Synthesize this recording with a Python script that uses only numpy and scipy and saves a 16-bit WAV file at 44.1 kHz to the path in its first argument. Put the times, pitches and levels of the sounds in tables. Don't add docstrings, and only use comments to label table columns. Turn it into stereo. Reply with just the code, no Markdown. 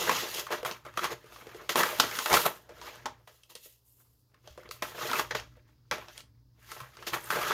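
import sys
import numpy as np
from scipy import signal
from scipy.fft import rfft, irfft, next_fast_len
from scipy.io import wavfile
from scipy.ndimage import uniform_filter1d, map_coordinates

SR = 44100
rng = np.random.default_rng(int(sys.argv[2]) if len(sys.argv) > 2 else 0)


def generate_wav(sig):
    pcm = np.round(np.clip(np.atleast_2d(sig).T, -1, 1) * 32767).astype(np.int16)
    wavfile.write(sys.argv[1], SR, pcm)


N = 332058

# t/s, left over right/dB
HAND_POSITION = [(0.0, -0.5), (2.6, 0), (2.75, 1), (3.6, 0.5), (3.96, -6), (4.26, -1), (5.25, 1),
                 (5.8, 4.5), (6.37, 2.5), (6.5, -0.5), (7.53, 0)]
# f/Hz, likeness (1 = the same)
PORT_LIKENESS = [(60, 0.76), (300, 0.89), (700, 0.82), (1400, 0.46), (2800, .2), (6000, 0), (15000, 0.22)]


def tearing():
    # f/Hz, level/dB
    card_colour = [(88, -42), (150, -7), (286, -14.5), (361, -5), (553, -6), (708, -6), (769, -4),
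                   (1280, -4), (2340, -7.5), (2610, -13), (4000, -18.5), (5200, -41), (8800, -120)]
    fibre_colour = [(1180, -28), (2000, -4), (2340, -9.5), (2750, 0.5), (4600, -1.5), (6850, -4),
                    (7400, -18.5), (9620, -49), (16300, -120)]
    film_colour = [(4350, -28.5), (7400, -3), (7970, -6.5), (13500, 1.5), (15100, -3), (16000, -21.5)]
    # t/s, boost/dB
    boom_boost = [(0, 1.5), (.45, -1.5), (.6, -4), (1.1, -4), (1.4, 0.5), (2.0, -3.5), (2.5, 0), (2.7, 7),
                  (2.9, -1), (3.2, 1), (4.2, 2), (4.7, 0.5), (5.2, -2.5), (6.0, -1.5), (6.8, -5.5),
                  (7.1, -1), (7.53, -2.5)]
    card_gain, fibre_gain, film_gain = strokes()
    rustle = grains(per_second=270, spread_db=4.0, t60=0.042, clump_db=1.5, bed=0.56)
    card = at_ports(patchy(rustle, depth_db=3), card_colour)
    boom = filtered(card, lambda hz: 1 / (1 + (hz / 850) ** 6))
    card = card + (amp(curve(boom_boost)) - 1) * boom
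    breaks = grains(per_second=800, spread_db=3.5, t60=0.023, clump_db=3.5, bed=1.3)
    breaks = patchy(breaks, depth_db=1.4)
    bright = fibre_gain * at_ports(breaks, fibre_colour) + film_gain * at_ports(breaks, film_colour)
    return panned(curve(HAND_POSITION)) * (amp(-3.0) * card_gain * card + bright)


def strokes():
    # peak t/s, card level/dB, fibres over card/dB, film over card/dB, rise/s, fall/s
    pulls = [(0.0, -29, -4.5, -9.5, .01, .6), (.1, -25.5, -16.5, -17, 0.054, .1),
             (.162, -34.5, 3.5, -4, .1, 0.25), (0.401, -34, -2, -4.5, .4, 0.065),
             (.518, -25, -12, -17.5, 0.029, 0.13), (0.661, -27, -12.5, -13, 0.017, .12),
             (0.724, -41, -4, -11, 0.036, 0.054), (0.855, -37, -22, -23, .002, 0.076),
             (0.974, -27.5, -22.5, -22.5, 0.0024, 0.1), (1.053, -26, -9.5, -15, 0.11, .06),
             (1.124, -30.5, -8.5, -14.5, .06, 0.041), (1.34, -54, -1, -3, 0.14, 0.36),
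             (1.634, -49, -11.5, -15.5, 1.7, 0.45), (1.693, -29, 0.5, -6, 0.0029, .1),
             (1.761, -24.5, -7.5, -8, 0.013, .45), (1.999, -22, 3, -4.5, 0.0025, 0.035),
             (2.019, -30, -4.5, -9.5, 0.024, 0.24), (2.2, -35, -4, -4, 0.25, 0.3),
             (2.262, -31.5, -6, -9.5, 0.011, 0.11), (2.348, -20.5, -6.5, -5, 0.14, .18),
             (2.464, -18.5, -15, -11.5, 0.045, 0.032), (2.876, -41.5, -8, -14, 0.27, 0.304),
             (3.057, -39.5, -21.5, -30.5, .002, 0.13), (3.276, -50, -7, -10, 0.0029, .1),
             (3.35, -76, 7.5, 8.5, 0.28, 0.6), (3.5, -57, 5, 3.5, 0.014, 0.091),
             (3.552, -52, 6, 2, .002, 0.055), (3.648, -68, 12.5, 17.5, .12, .16),
             (3.88, -96.5, 15, 33, .08, 0.62), (4.0, -74.5, -3, 6.5, .1, 0.36),
             (4.354, -69, -21, -17, 0.15, 0.19), (4.473, -60.5, -1, -6.5, 0.095, 0.41),
             (4.6, -54.5, -16, -18, 0.061, 0.35), (4.71, -48, 2, 2.5, 0.0027, 0.11),
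             (4.823, -34.5, -5.5, -6.5, 0.0017, 0.15), (5.029, -37.5, -1.5, -8, .17, .4),
             (5.195, -25.5, -12, -11.5, 0.33, 0.069), (5.31, -25, -9, -26.5, 0.00393, .04),
             (5.35, -29, -9, -19.5, 0.0049, .12), (5.566, -65, -16.5, -20, .05, 0.33),
             (5.68, -68.5, -8, -9, 0.0093, 0.22), (5.914, -28, -14, -21, 0.0013, 0.16),
             (6.014, -48.5, -24, -18, .05, 0.34), (6.203, -52, -0.5, -6.5, 0.345, 0.043),
             (6.6, -61, -18, -14.5, 0.067, 0.78), (6.716, -43.5, -6.5, -8, 0.134, 0.29),
             (6.809, -48.5, -9, -11, 0.082, 0.18), (7.061, -49, -7.5, -13, 0.36, 0.046),
             (7.07, -31, 0, -6.5, 0.007, 0.064), (7.142, -26, -12, -12, 0.039, .085),
             (7.27, -56.5, -1, 8, 0.25, 0.47), (7.306, -26.5, -12, -12.5, 0.015, 0.59),
             (7.53, -29.5, -7, -15, 0.41, .1)]
    peak, db, fibre_db, film_db, rise, fall = np.transpose(pulls)[:, :, None]
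    swell_db = 30
    t = np.arange(0, N, 32) / SR
    ramp = np.where(t < peak, (peak - t) / rise, (t - peak) / fall)
    card_db = db - swell_db * ramp
    gains = [np.linalg.norm(amp(card_db + over_db), axis=0) for over_db in (0, fibre_db, film_db)]
    return [np.interp(np.arange(N) / SR, t, gain) for gain in gains]


def grains(per_second, spread_db, t60, clump_db, bed):
    chance, size = rng.random(N), rng.exponential(1, N)
    breaks = (chance < per_second / SR) * amp(spread_db * np.minimum(size, 4) + clump_db * wobble(40))
    t = np.arange(SR // 20) / SR
    gate = unit(signal.fftconvolve(breaks, amp(-60 * t / t60))[:N])
    return (gate + bed) * rng.standard_normal((2, N))


def patchy(pair, depth_db):
    spectra = signal.stft(pair, nperseg=256)[2]
    patches = uniform_filter1d(rng.standard_normal(spectra.shape[1:]), size=3, axis=0)
    patches = uniform_filter1d(patches, size=10, axis=1)
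    return signal.istft(spectra * amp(depth_db * unit(patches)), nperseg=256)[1][:, :N]


def creases():
    # t/s, level/dB, thud f/Hz, crack offset/dB, sizzle offset/dB, time to fade 60 dB/s
    snaps = [(0.094, -7, 1050, -11, -26, 0.039), (0.375, -32.5, 1350, -7, -10.5, 0.04),
             (0.467, -26, 1170, -14, -35, 0.054), (0.505, -27.5, 466, -22, -24, 0.029),
             (0.584, -33, 596, -14, -28, 0.032), (0.63, -25.5, 516, -27, -28, 0.026),
             (0.649, -17, 1260, -32, -18, 0.035), (0.712, -27.5, 494, 5.5, -12.5, 0.025),
             (0.85, -36, 1110, -31, -32, 0.047), (0.864, -34, 595, -25, -32, 0.047),
             (0.939, -42, 1250, -10, -10, 0.035), (0.974, -18, 1170, -8, -26.5, 0.035),
             (0.992, -18, 1220, -21, -31, 0.035), (1.042, -13.5, 1090, -20.5, -29, 0.038),
             (1.119, -31.5, 493, -5, -23, 0.035), (1.242, -42, 405, -19, -13, 0.035),
             (1.361, -34, 1090, -10, -18, 0.059), (1.421, -40.5, 410, -19, -28, 0.05),
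             (1.469, -32, 406, -27, -30, 0.026), (1.546, -35, 436, -20, -29, 0.059),
             (1.616, -39, 400, -32, -37, 0.04), (1.693, -16, 1350, -6, -18, 0.035),
             (1.757, -11, 1000, -26, -20, 0.027), (1.794, -20.5, 1050, -9, -16.5, 0.035),
             (1.833, -10.5, 1170, -23, -20.5, 0.035), (1.928, -28.5, 577, -12, -18, 0.035),
             (1.999, -5, 1350, -2.5, -26.5, 0.02), (2.112, -29, 1710, -3, -15, 0.035),
             (2.153, -28.5, 1680, 2, -10.5, 0.049), (2.171, -29, 1600, 2, -1, 0.039),
             (2.188, -18, 1360, 3.5, -8, 0.039), (2.259, -12, 1410, -22, -22, 0.035),
             (2.3, -19.5, 1130, -13, -12, 0.043), (2.329, -7.5, 746, -4, -18, 0.058),
             (2.34, -5.5, 910, -2.5, -18.5, 0.02), (2.35, -11.5, 1900, -15, -12, 0.035),
             (2.368, -8.5, 1300, -23, -20.5, 0.045), (2.461, -16, 557, -19, -19.5, 0.035),
             (2.692, -36, 590, -14, -33, 0.11), (2.814, -34, 980, -1, -26, 0.076),
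             (2.957, -38.5, 1120, -6, -5, 0.022), (3.057, -19.5, 870, -5, -41, 0.052),
             (3.274, -38, 843, -10, -12, 0.038), (3.434, -46.5, 2700, 0, -1, 0.0353),
             (3.495, -54, 2900, 2, -6, 0.035), (3.553, -42, 489, 14.5, 9, 0.028),
             (3.658, -45, 491, -7, -1.5, 0.036), (4.343, -46.5, 1209, -17.5, -28, 0.0361),
             (4.475, -37.5, 597, 4, -12, 0.018), (4.576, -33, 568, -25, -32, 0.06),
             (4.633, -42.5, 1210, -17, -28, 0.031), (4.69, -39, 513, -1, -10, 0.023),
             (4.711, -28.5, 1220, 1, -11, 0.025), (4.823, -22.5, 1170, 4, -9, 0.017),
             (4.982, -33.5, 1010, -14, -12, 0.0333), (5.114, -18.5, 970, 0, -18, 0.029),
             (5.132, -15.5, 1240, -24, -24, 0.039), (5.166, -23, 1890, -8, -14.5, 0.035),
             (5.195, -12.5, 924, -12, -17.5, 0.053), (5.31, -26, 1790, -18, -32, 0.035),
             (5.352, -18, 1560, -6, -27, 0.024), (5.398, -27.5, 2060, -1, -24, 0.0354),
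             (5.569, -51, 464, -27, -36, 0.035), (5.912, -18.5, 1600, -1, -33, 0.017),
             (5.982, -33, 541, -25, -17, 0.035), (6.084, -37.5, 770, 0, -24.5, 0.027),
             (6.178, -32.5, 2340, 1, -3, 0.013), (6.205, -38, 2220, 2, -4, 0.035),
             (6.717, -27.5, 1330, -4, -7.5, 0.049), (6.803, -30, 1170, -27, -14, 0.071),
             (6.952, -47, 1310, -7, -17, 0.046), (6.969, -37.5, 1210, -1, -7, 0.035),
             (7.025, -33, 1120, -11, -23, 0.066), (7.071, -32.5, 1140, -9, -13.5, 0.032),
             (7.134, -25, 1050, -14, -14.5, 0.022), (7.242, -40, 1750, -8, 8, 0.035),
             (7.304, -14, 1520, -23, -14.5, 0.078), (7.486, -27.5, 1610, -20, -23, 0.038),
             (7.506, -21, 1190, -8, -18.5, 0.042)]
    spread, scatter_db = 1.9, 3.5
    out, t = np.zeros((2, N + SR)), np.arange(SR // 6) / SR

    def fade(seconds):
        return (1 - np.exp(-t / .0003)) * amp(-60 * t / seconds)

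    for start, db, hz, crack_db, sizzle_db, t60 in snaps:
        hand_db = np.interp(start, *np.transpose(HAND_POSITION))
        pan_db = spread * hand_db + scatter_db * rng.standard_normal()
        shared, per_port = rng.standard_normal(len(t)), rng.standard_normal((2, len(t)))
        push = (shared + 0.43 * per_port) * (fade(t60) + 0.96 * fade(0.0054))
        thud = band(push, hz / 1.125, hz * 1.138, order=1) + 0.23 * band(push, 250, 2800, order=1)
        sharp = per_port * (1.7 * fade(.005) + fade(0.4 * t60) + .25 * fade(2.0 * t60))
        crack, sizzle = band(sharp, 2500, 6200, order=3), band(sharp, 7900, 10000, order=2)
        snap = amp(-4.0) * thud + amp(crack_db) * crack + amp(sizzle_db) * sizzle
        out[:, round(start * SR):][:, :len(t)] += amp(db) * panned(pan_db)[:, None] * snap
    return out[:, :N]


def tray(hz):
    # f/Hz, width/Hz, boost/dB
    resonances = [(357, 27, 6), (462.3, 67, 4), (600, 24, 7.5), (657, 15, -8.5), (790, 45, -2.5),
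                  (1111, 260, 2), (1283, 60, 2.5), (1647, 21, 4.5), (1930, 70, 0.5), (2650, 80, 4),
                  (3260, 130, 3)]
    return 1 + sum((amp(db) - 1) * 1j * hz * width / (centre ** 2 - hz ** 2 + 1j * hz * width)
                   for centre, width, db in resonances)


def desk_bumps():
    # t/s, level/dB, f/Hz
    pushes = [(0.09, -41, 260), (0.651, -52.5, 137), (0.848, -55, 137), (0.984, -56, 224),
              (1.126, -53, 124.4), (1.613, -63, 121), (1.752, -37, 256), (1.99, -39, 266),
              (2.181, -51, 254), (2.317, -39.5, 71.4), (2.834, -62, 158), (2.909, -65, 115),
              (3.05, -51, 265), (4.504, -52.5, 68), (5.032, -50, 129), (5.099, -44.5, 263),
              (5.33, -48.5, 133.3), (5.911, -50, 71.5), (6.815, -50, 122.3), (7.123, -48, 130),
              (7.327, -55, 237)]
    # f/Hz, level/dB
    desk_notes = [(69, -0.5), (128, 2.5), (255, -1.5)]
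    reach, t60 = 0.23, 0.27
    out, t = np.zeros(N + SR), np.arange(SR // 5) / SR
    attack = 1 - np.exp(-t / 0.0015)
    for start, db, push_hz in pushes:
        ring = sum(amp(note_db) * np.exp(-(np.log(push_hz / hz) / reach) ** 2) * np.sin(2 * np.pi * hz * t)
                   for hz, note_db in desk_notes)
        out[round(start * SR):][:len(t)] += amp(db + 3.0 - 60 * t / t60) * attack * ring
    return out[:N]


def room(pair):
    # f/Hz, time to fade 60 dB/s
    echo_times = [(200, 0.22), (1500, 0.2), (10000, 0.18)]
    hz, t, noise = signal.stft(rng.standard_normal((2, SR // 2)), SR, nperseg=256)
    hz = hz[:, None]
    mid, side = noise * amp(-60 * t / along(echo_times, hz)) * mid_and_side(hz)
    echo = signal.istft(np.array([mid + side, mid - side]), SR, nperseg=256)[1]
    delayed = np.pad(pair, ((0, 0), (150, 0)))
    return signal.fftconvolve(delayed, echo / np.linalg.norm(echo[0]), axes=1)[:, :N]


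def background():
    # f/Hz, relative level/dB
    mains_tones = [(59.2, -71), (118.4, -67.5)]
    # t/s, level/dB
    low_level = [(0.0, -52), (0.23, -61), (0.8, -62.5), (1.07, -58), (1.21, -64), (1.9, -59), (2.08, -57),
                 (2.35, -76.5), (2.7, -59.5), (3.1, -60.5), (3.33, -69.5), (3.69, -71.5), (4.5, -64),
                 (4.67, -60.5), (5.1, -62.5), (5.4, -51), (5.66, -61), (7.07, -61.5), (7.53, -54.5)]
    # f/Hz, level/dB
    rumble_colour = [(24, -31.5), (40, -12), (123, -5.5), (183, -19.5), (311, -16.5), (400, -49),
                     (520, -75), (880, -120)]
    hiss_colour = [(240, -30), (400, 0), (777, -12.5), (906, -6), (2250, -25.5), (4950, -6), (8370, -24),
                   (16000, -14)]
    t, waver_db = np.arange(N) / SR, 2.5
    hum = sum(amp(db + waver_db * wobble(15)) * np.sin(2 * np.pi * (hz * t + 0.17 * wobble(9.1)))
              for hz, db in mains_tones)
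    rumble = at_ports(rng.standard_normal((2, N)), rumble_colour)
    hiss = at_ports(rng.standard_normal((2, N)), hiss_colour)
    return amp(curve(low_level) - 2.5) * (unit(hum) + amp(-3.0) * rumble) + amp(-76) * hiss


def at_ports(pair, colour):
    mid, side = filtered(pair, lambda hz: amp(along(colour, hz)) * mid_and_side(hz))
    return unit(np.array([mid + side, mid - side]))


def mid_and_side(hz):
    angle = np.arccos(along(PORT_LIKENESS, hz)) / 2
    return np.array([np.cos(angle), np.sin(angle)])


def panned(db):
    return amp(np.array([db / 2, -db / 2]))


def amp(db):
    return 10 ** (np.asarray(db) / 20)


def unit(x):
    return x / np.sqrt(np.mean(x ** 2) + 1e-20)


def along(points, hz):
    freqs, values = np.transpose(points)
    return np.interp(np.log(hz + 1), np.log(freqs + 1), values)


def curve(points):
    return np.interp(np.arange(N) / SR, *np.transpose(points))


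def wobble(rate):
    return map_coordinates(rng.standard_normal(int(N * 200 / SR) + 4), [np.arange(N) * rate / SR])


def filtered(x, response):
    size = next_fast_len(N + SR // 2)
    return irfft(rfft(x, size) * response(np.fft.rfftfreq(size, 1 / SR)), size)[..., :N]


def band(x, lo_hz, hi_hz, order):
    y = signal.sosfilt(signal.butter(order, [lo_hz, hi_hz], "band", fs=SR, output="sos"), x)
    return y / np.abs(y).max()


def scene():
    snaps, tear = filtered(creases(), tray), filtered(tearing(), tray)
    echo = room(amp(-7.5) * snaps + amp(-9.0) * tear)
    return snaps + tear + echo + desk_bumps() + background()


def record(dry):
    # f/Hz, right over left/dB
    right_boost = [(2000, 0.5), (5000, -1), (9000, 3.5)]
    top_hz = 15900
    return filtered(dry, lambda hz: (hz < top_hz) * panned(-along(right_boost, hz)))


dry = scene()
out = record(dry)
generate_wav(out)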